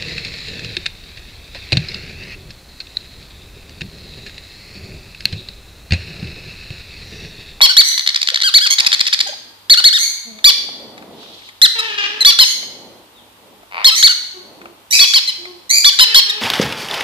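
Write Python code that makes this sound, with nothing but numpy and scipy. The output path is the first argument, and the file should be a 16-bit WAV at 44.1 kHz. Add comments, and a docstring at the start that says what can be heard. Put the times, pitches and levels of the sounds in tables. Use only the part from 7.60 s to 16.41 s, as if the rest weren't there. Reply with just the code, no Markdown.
"""Loud, arched chirps come first, from young parrots feeding in a hard-walled bird room.
The near birds also chatter and cluck, and tap a plastic dish with their beaks; others screech, honk,
croak, coo and whistle further off. Most calls are a buzzing tone shaped by the bird's throat.
Underneath are hiss, a fan's hum, a low murmur of air that swells and a brief rustle of feathers.
The walls echo the birds, and the small stereo microphone close to them overloads on loud notes."""
import sys
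import numpy as np
from scipy import signal
from scipy.fft import rfft, irfft
from scipy.io import wavfile
from scipy.ndimage import uniform_filter1d

SR = 44100
rng = np.random.default_rng(int(sys.argv[2]) if len(sys.argv) > 2 else 0)


def file_out(sig):
    """Save sig as 16-bit WAV at sys.argv[1]."""
    # one column per channel
    cols = np.atleast_2d(sig).T
    # limit, then scale
    lim = np.clip(cols, -1, 1)
    pcm = np.round(lim * 32767).astype(np.int16)
    wavfile.write(sys.argv[1], SR, pcm)


N = 388521
TIME = np.arange(N) / SR

# Tone colour of the hiss and of the murmur of air (frequency [Hz], level [dB])
HISS_COLOUR = [(18, -43), (30, -24.5), (48, 5), (91, -3.5), (145, -50), (478, -30.5), (823, 6),
               (1790, -4.5), (3410, -1), (6190, -11.5), (14500, -10.5)]
MURMUR_COLOUR = [(24, -71.5), (40, -31.5), (227, -5), (514, -6.5), (567, -6.5), (897, -12), (1670, -32),
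                 (2000, -22), (2600, -58.5), (4400, -120)]
# How the murmur and the feather rustle swell and fade (time [s], gain [dB])
MURMUR_SWELL = [(0, -76), (1.7, -52), (2.6, -63), (3.0, -44.5), (3.4, -40), (3.7, -46), (4.0, -56),
                (4.9, -52), (5.25, -41), (5.5, -54.5), (5.75, -55), (5.92, -47.5), (6.1, -57.5), (6.7, -54),
                (7.05, -45), (7.25, -56), (8.81, -53.5)]
RUSTLE_SWELL = [(3.45, -68), (3.62, -49.5), (3.85, -48.5), (4.0, -60), (4.1, -81)]
# Bands of the room's echo (frequency [Hz], time to fade by 60 dB [s], gain [dB])
ECHO_BANDS = [(513, 0.4, -3.5), (1500, 0.86, -5), (3860, 0.83, 0), (9600, 0.57, 10.5)]
# How the microphone's two sides differ (frequency [Hz], left minus right [dB])
SIDE_BALANCE = [(60, 4.5), (300, -3.5), (1000, 0.5), (2200, 6.5), (4300, 1.5), (8000, -16), (12000, -11.5)]

# Soft coos (time [s], length [s], start pitch [Hz], end pitch [Hz], level [dB])
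COO_CALLS = [(2.65, 0.17, 222, 217, -44), (6.739, 0.09, 376, 355, -44.5), (6.947, 0.22, 338.5, 345.3, -49),
             (7.781, 0.21, 353.3, 346, -44.5)]
# Path of one falling whistle (time [s], pitch [Hz], level [dB])
WHISTLE_PATH = [(5.53, 3880, -67.5), (5.549, 3890, -53.5), (5.58, 3650, -45), (5.601, 3130, -50),
                (5.619, 2730, -67)]
# Nasal honks (time [s], length [s], start pitch [Hz], end pitch [Hz], gain [dB], rasp gain [dB])
HONK_CALLS = [(4.15, .13, 452.4, 444.5, -44, 6), (4.28, 0.083, 418, 412.2, -43.5, 6.5),
              (4.375, 0.097, 409.5, 409.2, -40.5, 8), (4.485, 0.15, 413.7, 451.4, -46, 2),
              (8.46, .085, 450, 439, -47, 8.5), (8.654, .155, 412, 430, -44.5, 0)]
# Croaks (time [s], length [s], pulse rate [Hz], level [dB])
CROAK_CALLS = [(0, 0.019, 154, -20.5), (1.186, 0.082, 119, -36), (6.104, 0.14, 106, -28)]
# Where the throats and the dish ring (frequency [Hz], width [Hz], gain [dB])
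HONK_LOW_RINGS = [(460, 620, -1), (983, 200, 7.5)]
HONK_RASP_RINGS = [(1865, 500, 3.5), (2665, 1770, 4.5), (4340, 3000, -9.5)]
CROAK_RINGS = [(995, 680, -3), (2224, 630, -2.5), (3400, 500, -20.5), (4500, 530, -12.5)]
DISH_RINGS = [(760, 630, 5.5), (1210, 730, 7), (2080, 740, 8), (3330, 1500, -6)]
# Beak taps (time [s], peak level [dB], hardness as treble lift [dB per octave])
BEAK_TAPS = [(2.786, -22.5, 8), (3.087, -27, -10), (3.199, -39, -5), (3.377, -25.5, 11), (3.422, -27, -6),
             (3.629, -31.5, -5), (3.659, -35, -4), (3.817, -34, 11), (3.887, -24.5, 12), (5.027, -22, 2.5),
             (6.03, -34.5, -17), (7.013, -26.5, 2), (7.055, -22, -9), (7.852, -20, 4.5)]
# Low clucks (time [s], length [s], pitch [Hz], level [dB])
CLUCK_CALLS = [(0.716, .016, 620, -35), (0.733, .014, 600, -37.5), (1.661, .022, 760, -29.5),
               (1.686, .02, 770, -28.5), (1.72, .025, 730, -34.5)]
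# Hoarse screeches (time [s], length [s], held pitch [Hz], start below it [share], level [dB],
# gain into the echo [dB], octave split [0-1], brightness [dB per octave])
SCREECH_CALLS = [(0.237, 0.072, 2082, .08, -20, 3, 0.12, 0), (1.101, 0.05, 2214, .04, -12, -9.5, 0.6, -1),
                 (1.669, 0.028, 1622, 0.037, -28.5, -1.5, 0, -4.5),
                 (2.379, 0.083, 2207, .11, -19.5, 3, 0, .5), (4.838, 0.1, 2214, .09, -22, -0.5, 0.43, 1),
                 (6.346, 0.082, 2167, 0.16, -18, 1.5, 0, 0.5),
                 (7.305, 0.076, 2001, 0.012, -19.5, 4, 0.17, 4.5),
                 (7.321, .063, 2505, .1, -13, 3, 0.08, -5.5), (7.453, 0.064, 2240, 0.015, -25, 6, 1, -2),
                 (8.093, 0.12, 2375, .17, -12, -2, .03, -1)]
# Tiny chirps of the chatter, in bursts of two or three (time [s], level [dB], length [ms])
CHATTER_CALLS = [(0.317, -18, 3.8), (.329, -24, 7.4), (.341, -19, 5.6), (.377, -12, 8.1),
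                 (0.393, -11.5, 4.9), (.408, -18.5, 3.3), (.463, -14, 5.2), (0.474, -5, 4.6),
                 (0.489, -11, 8.5), (0.503, -21, 4.9), (.544, -13, 6.4), (.558, -10, 8.8),
                 (0.574, -20, 4.4), (0.614, -12.5, 6.9), (.628, -12.5, 8.2), (.673, -10, 3.7),
                 (.686, -8.5, 5.7), (0.701, -13.5, 4.6), (.743, -10.5, 6.5), (0.757, -11, 8.4),
                 (.773, -17, 6.4), (0.803, -14, 2.6), (0.814, -11.5, 12), (0.832, -14, 6.3),
                 (1.062, -11, 16), (1.182, -9.5, 14.2), (1.197, -8, 13.4), (1.247, -15, 3.3),
                 (1.263, -7, 15), (1.317, -11, 6.1), (1.327, -9.5, 14.8), (1.34, -11.5, 10.7),
                 (1.393, -13, 4.6), (1.404, -7, 11.2), (1.455, -18.5, 3.1), (1.465, -14, 22),
                 (1.526, -10, 23.7), (1.59, -13.5, 5.2), (1.603, -8, 11.4), (8.388, -9.5, 8.8)]
# Arched chirps (time [s], length [s], top pitch [Hz], level [dB], top reached at [share of length],
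# start below top [share], end below top [share], octave split at [share of length, 1 = never],
# step down at the split [share of top pitch])
CHIRP_CALLS = [(0.014, .056, 2232, -2, .35, 0.26, .42, 0.22, .01),
               (0.091, 0.037, 1508, -14, 0.29, 0.096, 0.24, 0.79, 0),
               (0.167, 0.056, 2274, -3, .52, 0.32, 0.6, 1, 0),
               (0.834, 0.071, 1621, -13, .25, 0.25, 0.39, 0.92, 0),
               (0.939, 0.054, 2276, -5, .4, .36, 0.46, 0.84, 0),
               (1.006, 0.07, 1689, -15.5, 0.46, .22, 0.57, 0.86, 0),
               (2.097, 0.056, 2244, -3.5, .33, 0.29, .52, 1, 0),
               (2.172, 0.037, 1493, -11, 0.57, .12, 0.89, 1, 0),
               (2.24, 0.059, 2217, -4.5, .48, 0.34, 0.41, 1, 0),
               (2.326, 0.063, 1892, -12.5, .42, .29, .47, 1, 0),
               (2.842, 0.069, 2382, -2.5, 0.39, 0.31, 0.51, .42, .02),
               (4.016, 0.053, 2079, -3.5, .32, 0.22, 0.47, 0.93, 0),
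               (4.187, 0.025, 1297, -15.5, 0.21, 0.027, 0.12, 0.79, 0),
               (4.606, 0.028, 2054, -10, .3, 0.0076, 0.12, 1, 0),
               (4.648, 0.068, 2313, -3, .45, 0.32, .46, 0.28, 0),
               (4.72, 0.02, 1395, -18.5, .3, .01, .22, 0.9, 0),
               (4.788, 0.061, 2190, -4, 0.33, 0.45, 0.29, .33, .06),
               (6.244, .062, 2184, -3, 0.37, .26, 0.36, .37, .02),
               (6.308, 0.051, 1326, -18, .6, 0.06, 0.27, 1, 0),
               (6.426, .062, 2255, -4.5, .45, .36, 0.65, 1, 0),
               (6.489, 0.042, 1484, -14.5, 0.5, .02, 0.32, 1, 0),
               (7.391, 0.066, 2287, -6, .36, 0.28, 0.45, .34, .01),
               (7.535, 0.062, 2290, -8, .3, 0.44, .48, .38, .07),
               (7.673, 0.036, 2057, -15.5, 0.23, 0.0081, 0.12, 0.52, 0),
               (8.244, 0.06, 2337, -4.5, .45, 0.36, .4, .25, 0),
               (8.321, 0.033, 1560, -23, .4, 0.025, 0.056, 0.72, 0),
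               (8.394, 0.057, 2054, -3, .42, .42, 0.386, 0.19, 0),
               (8.545, 0.061, 2177, -2, .45, .35, .4, .2, 0),
               (8.694, 0.02, 1907, -15, 0.27, 0.047, 0.17, 1, 0)]
# How the throat shapes each call, and the tones a split adds (frequency [Hz], gain [dB])
SCREECH_COLOUR = [(2200, -10.5), (4400, -1), (6500, -2), (8700, -20), (11000, -18), (13200, -18),
                  (15500, -37)]
CHATTER_COLOUR = [(900, -12.5), (1600, -0.5), (2400, -17.5), (3200, 3.5), (4300, -2), (5300, -8.5),
                  (6500, -20), (9000, -38), (13000, -47.5)]
CHIRP_COLOUR = [(900, -11.5), (1500, -6), (2200, -13), (3000, -4), (3700, 1), (4400, 4), (5000, -4),
                (5800, -15.5), (9000, -24.5), (13000, -29.5)]
SPLIT_COLOUR = [(1100, -23.5), (3200, -2), (5300, -3.5), (7500, -31), (13000, -30.5)]


def undb(db):
    """Turn decibels into a number to multiply by."""
    return 10 ** (np.asarray(db) / 20)


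def level(x, db):
    """Scale a sound to an average (RMS) level."""
    return x * undb(db) / np.sqrt(np.mean(x ** 2))


def look_up(table, hz):
    """Read a (frequency, value) table on a log frequency axis."""
    table_hz, values = np.transpose(table)
    return np.interp(np.log(np.maximum(hz, 1)), np.log(table_hz), values)


def noise(colour):
    """Noise with the given tone colour, at 0 dB."""
    gain = undb(look_up(colour, np.fft.rfftfreq(N, 1 / SR)))
    return level(irfft(rfft(rng.standard_normal(N)) * gain, N), 0)


def wobble(size, rate):
    """A smooth random wiggle of spread 1 that turns about `rate` times a second."""
    k = max(int(SR / rate), 1)
    smooth = uniform_filter1d(uniform_filter1d(rng.standard_normal(size + 4 * k), k), k)
    return smooth[2 * k:2 * k + size] * np.sqrt(1.5 * k)


def ring(x, bands, order=1):
    """Let a sound ring in bands (frequency [Hz], width [Hz], gain [dB]); order 2 is steeper."""
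    return sum(undb(db) * signal.sosfilt([np.hstack(signal.iirpeak(hz, hz / width, SR))] * order, x)
               for hz, width, db in bands)


def add(out, start, x):
    """Mix x into out from `start` seconds on."""
    i = max(int(start * SR), 0)
    out[i:i + len(x)] += x[:N - i]


def pulses(hz, jitter, scatter_db, top_hz):
    """One soft push of air per cycle, uneven in time and size."""
    cycles = np.cumsum(hz * (1 + jitter * wobble(len(hz), 200))) / SR
    clicks = np.diff(np.floor(cycles), prepend=0) * undb(scatter_db * rng.standard_normal(len(hz)))
    return signal.sosfilt(signal.butter(4, top_hz, fs=SR, output="sos"), clicks)


def parrot_voice(hz, throat, split, hoarse):
    """A tone with overtones. In a split every second vibration weakens, adding the octave below."""
    k = np.arange(1, 21)[:, None]
    tone_hz = k * hz / 2  # odd k sounds only in a split
    split_gain = split * undb(look_up(SPLIT_COLOUR, tone_hz))
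    normal_gain = (1 - .26 * split) * undb(look_up(throat, tone_hz))
    gain = np.where(k % 2, split_gain, normal_gain) * (tone_hz < .45 * SR)
    # Hoarseness shakes each overtone on its own, the high ones most.
    shake = hoarse * (k * hz / 1e4) ** 2 * np.array([wobble(len(hz), 1200) for _ in k])
    phase = k * np.pi * np.cumsum(hz) / SR + k ** 2 * .27
    return np.sum(gain * np.sin(phase + shake), axis=0)


def background():
    """Steady hiss, a swelling murmur of air mostly shared by both sides, feathers and a fan's hum."""
    hiss = np.array([noise(HISS_COLOUR), noise(HISS_COLOUR)]) * undb(-48)
    murmur = noise(MURMUR_COLOUR) + .5 * np.array([noise(MURMUR_COLOUR), noise(MURMUR_COLOUR)])
    murmur *= undb(np.interp(TIME, *np.transpose(MURMUR_SWELL)) + 1.9 * wobble(N, 8.5))
    rustle = ring(rng.standard_normal((2, N)), [(3670, 1700, 20.2)], order=2)
    rustle *= undb(np.interp(TIME, *np.transpose(RUSTLE_SWELL)) + 1.5 * wobble(N, 36))
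    hum = undb(-62.5 + 1.5 * wobble(N, 7)) * np.sin(2 * np.pi * 100 * TIME)
    return hiss + murmur + rustle + hum


def room_echo(x):
    """Hard walls give a dense echo, different on each side; each band fades at its own pace."""
    t = np.arange(int(.9 * SR)) / SR
    tail = sum(ring(rng.standard_normal((2, len(t))), [(hz, hz, db)]) / np.sqrt(hz) * 1000. ** (-t / fade)
               for hz, fade, db in ECHO_BANDS)
    tail *= np.clip((t - .004) / .0026, 0, 1)  # the first echo takes 4 ms
    tail /= np.sqrt(np.sum(tail ** 2) / 2)
    return signal.fftconvolve(x[None], tail, axes=1)[:, :N]


def coos():
    """Soft, wavering tones far off, with two weak overtones."""
    out = np.zeros(N)
    for start, length, start_hz, end_hz, db in COO_CALLS:
        u = np.linspace(0, 1, int(length * SR))  # u runs from 0 to 1 through a call
        hz = (start_hz + (end_hz - start_hz) * u) * (1 + .02 * wobble(len(u), 50))
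        phase = 2 * np.pi * np.cumsum(hz) / SR
        voice = np.sin(phase) + .26 * np.sin(2 * phase) + .31 * np.sin(3 * phase)
        voice *= undb(5.9 * wobble(len(u), 58))
        add(out, start, level(voice * np.sin(np.pi * u) ** .6, db))
    return out


def whistle():
    """One faint, pure tone that slides down."""
    out = np.zeros(N)
    times, hz, db = np.transpose(WHISTLE_PATH)
    t = np.arange(times[0], times[-1], 1 / SR)
    phase = 2 * np.pi * np.cumsum(np.interp(t, times, hz)) / SR
    add(out, times[0], undb(np.interp(t, times, db)) * np.sin(phase))
    return out


def honks():
    """Fast pulses ring a throat: a low nasal tone with a flickering rasp on top."""
    out = np.zeros(N)
    for start, length, start_hz, end_hz, db, rasp_db in HONK_CALLS:
        t = np.arange(0, length, 1 / SR)
        hz = start_hz + (end_hz - start_hz) * t / length
        push = level(pulses(hz, jitter=.02, scatter_db=2.5, top_hz=5000), 15)
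        tone = ring(push, HONK_LOW_RINGS, order=2)
        rasp = ring(push, HONK_RASP_RINGS, order=2) * undb(rasp_db + 1.94 * wobble(len(t), 27))
        fade = np.clip(np.minimum(t, length - t) / .0082, 0, 1)
        add(out, start, (tone + rasp) * undb(db) * fade)
    return out


def croaks():
    """Slow, uneven pulses ring a throat."""
    out = np.zeros(N)
    for start, length, rate, db in CROAK_CALLS:
        u = np.linspace(0, 1, int(length * SR))
        push = pulses(np.full(len(u), rate), jitter=.15, scatter_db=2, top_hz=4500)
        swell = np.sin(np.pi * u ** 1.83) ** .39
        add(out, start, level(ring(push, CROAK_RINGS, order=2) * swell, db))
    return out


def screeches():
    """Quick wavers of pitch and strength smear the voice. Returns the direct sound and the echo's feed."""
    direct, to_room = np.zeros(N), np.zeros(N)
    for start, length, held_hz, rise, db, echo_db, split, bright_db in SCREECH_CALLS:
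        u = np.linspace(0, 1, int(length * SR))
        dip = np.interp(u, [0, .45, 1], [rise, 0, .017])  # climb, then sag a little
        hz = held_hz * (1 - dip + .022 * wobble(len(u), 300))
        throat = [(f, gain + bright_db * np.log2(f / 4400)) for f, gain in SCREECH_COLOUR]
        voice = parrot_voice(hz, throat, split, hoarse=.15) * undb(3.5 * wobble(len(u), 400))
        voice = level(voice * np.clip(u * 8, 0, 1) * np.clip((1 - u) * 3, 0, 1), db)
        add(direct, start, voice)
        add(to_room, start, voice * undb(echo_db))
    return direct, to_room


def beak_taps():
    """A beak briefly rings the plastic dish; a harder tap rings its higher notes more."""
    out, t = np.zeros(N), np.arange(900) / SR
    for start, db, hardness in BEAK_TAPS:
        bands = [(hz, width, gain + hardness * np.log2(hz / 1000)) for hz, width, gain in DISH_RINGS]
        knock = rng.standard_normal(len(t)) * np.exp(-t / .005) * np.clip(t / .002, 0, 1)
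        tap = ring(knock, bands, order=2)
        add(out, start, tap * undb(db) / np.abs(tap).max())
    return out


def clucks():
    """A short wavering tone from a closed beak, with a rough rasp above it."""
    out = np.zeros(N)
    for start, length, hz, db in CLUCK_CALLS:
        u = np.linspace(0, 1, int(length * SR))
        tone = np.sin(2 * np.pi * np.cumsum(hz * (1 + .09 * wobble(len(u), 150))) / SR)
        breath = rng.standard_normal(len(u))
        rasp = ring(breath, [(1615, 500, 6), (3230, 500, 12), (4700, 1000, 6.5)], order=2)
        add(out, start, level((tone + rasp * (1 + tone)) * np.sin(np.pi * u), db))
    return out


def chatter():
    """Each tiny chirp is a quick arch of pitch with a rasp of air; longer, louder ones climb higher."""
    out = np.zeros(N)
    for (start, db, ms), chance in zip(CHATTER_CALLS, rng.standard_normal(len(CHATTER_CALLS))):
        u = np.linspace(0, 1, int(ms * SR / 1000))
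        top_hz = (4665 + 39.56 * ms + 23 * db) / 2 * (1 + .05 * chance)
        dip = .295 + .01018 * ms
        top_at = np.clip(5.5 / ms, .5, 1)  # under 5.5 ms, it ends before turning down
        hz = top_hz * (1 - dip * (u / top_at - 1) ** 2 + .035 * wobble(len(u), 600))
        voice = parrot_voice(hz, CHATTER_COLOUR, split=.2, hoarse=.8) * (1 + .35 * wobble(len(u), 500))
        rasp = ring(rng.standard_normal(len(u)), [(1500, 790, -13.5), (4950, 1500, -8.5)])
        swell = np.clip(u * 4, 0, 1) * np.clip((1 - u) * 3, 0, 1)
        add(out, start, level((level(voice, 0) + rasp) * swell, db))
    return out


def chirps():
    """The voice starts suddenly with a puff of air, climbs to a top and falls, trembling a little."""
    out = np.zeros(N)
    for start, length, top_hz, db, top_at, rise, fall, split_at, step in CHIRP_CALLS:
        u = np.linspace(0, 1, int(length * SR))
        split = np.clip((u - split_at) * 40, 0, 1)
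        climb = rise * np.clip(1 - u / top_at, 0, 1) ** 2.3
        fall_bend = 4 if split_at < .8 else 2.2  # a split voice holds its pitch longer
        drop = fall * np.clip((u - top_at) / (1 - top_at), 0, 1) ** fall_bend
        hz = top_hz * (1 - climb - drop - step * split) * (1 + .004 * wobble(len(u), 700))
        voice = parrot_voice(hz, CHIRP_COLOUR, split, hoarse=.18)
        onset = np.clip(u * 150 * undb(1.6 * db), 0, 1)  # louder is more sudden
        swell = (.75 + .25 * np.clip(u * 4, 0, 1)) * np.clip((1 - u) * 2.62, 0, 1) ** .76
        tremble = 1 + .029 * wobble(len(u), 1500)
        puff = ring(rng.standard_normal(len(u)), [(4060, 7900, db - 12.5)], order=2) * np.exp(-u / .23)
        add(out, start, level(voice * onset * swell * tremble, db) + puff)
    return out


def microphone_sides(x, left_lag_samples=11):
    """Sound reaches the microphone's right side first, and each side colours it its own way."""
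    tilt_db = look_up(SIDE_BALANCE, np.fft.rfftfreq(N, 1 / SR)) / 2
    return irfft(rfft([np.roll(x, left_lag_samples), x]) * undb([tilt_db, -tilt_db]), N)


def scene():
    """Mix birds, echo and background; the near birds get less echo than the far ones."""
    screech, screech_to_room = screeches()
    near = chirps() + chatter() + clucks() + beak_taps()
    far = honks() + croaks() + coos() + whistle()
    echo = room_echo(undb(-9) * near + screech_to_room + far)
    return microphone_sides(near + screech + far) + echo + background()


def record(dry):
    """A lopsided amplifier puts a low thump under loud notes; peaks clip; the highest treble is cut."""
    lopsided = np.array([[.004], [.02]])  # left, right
    clipped = np.clip(dry + lopsided * dry ** 2, -1, 1)
    return signal.sosfilt(signal.ellip(6, .3, 30, 14700, fs=SR, output="sos"), clipped)


dry = scene()
out = record(dry)
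file_out(out)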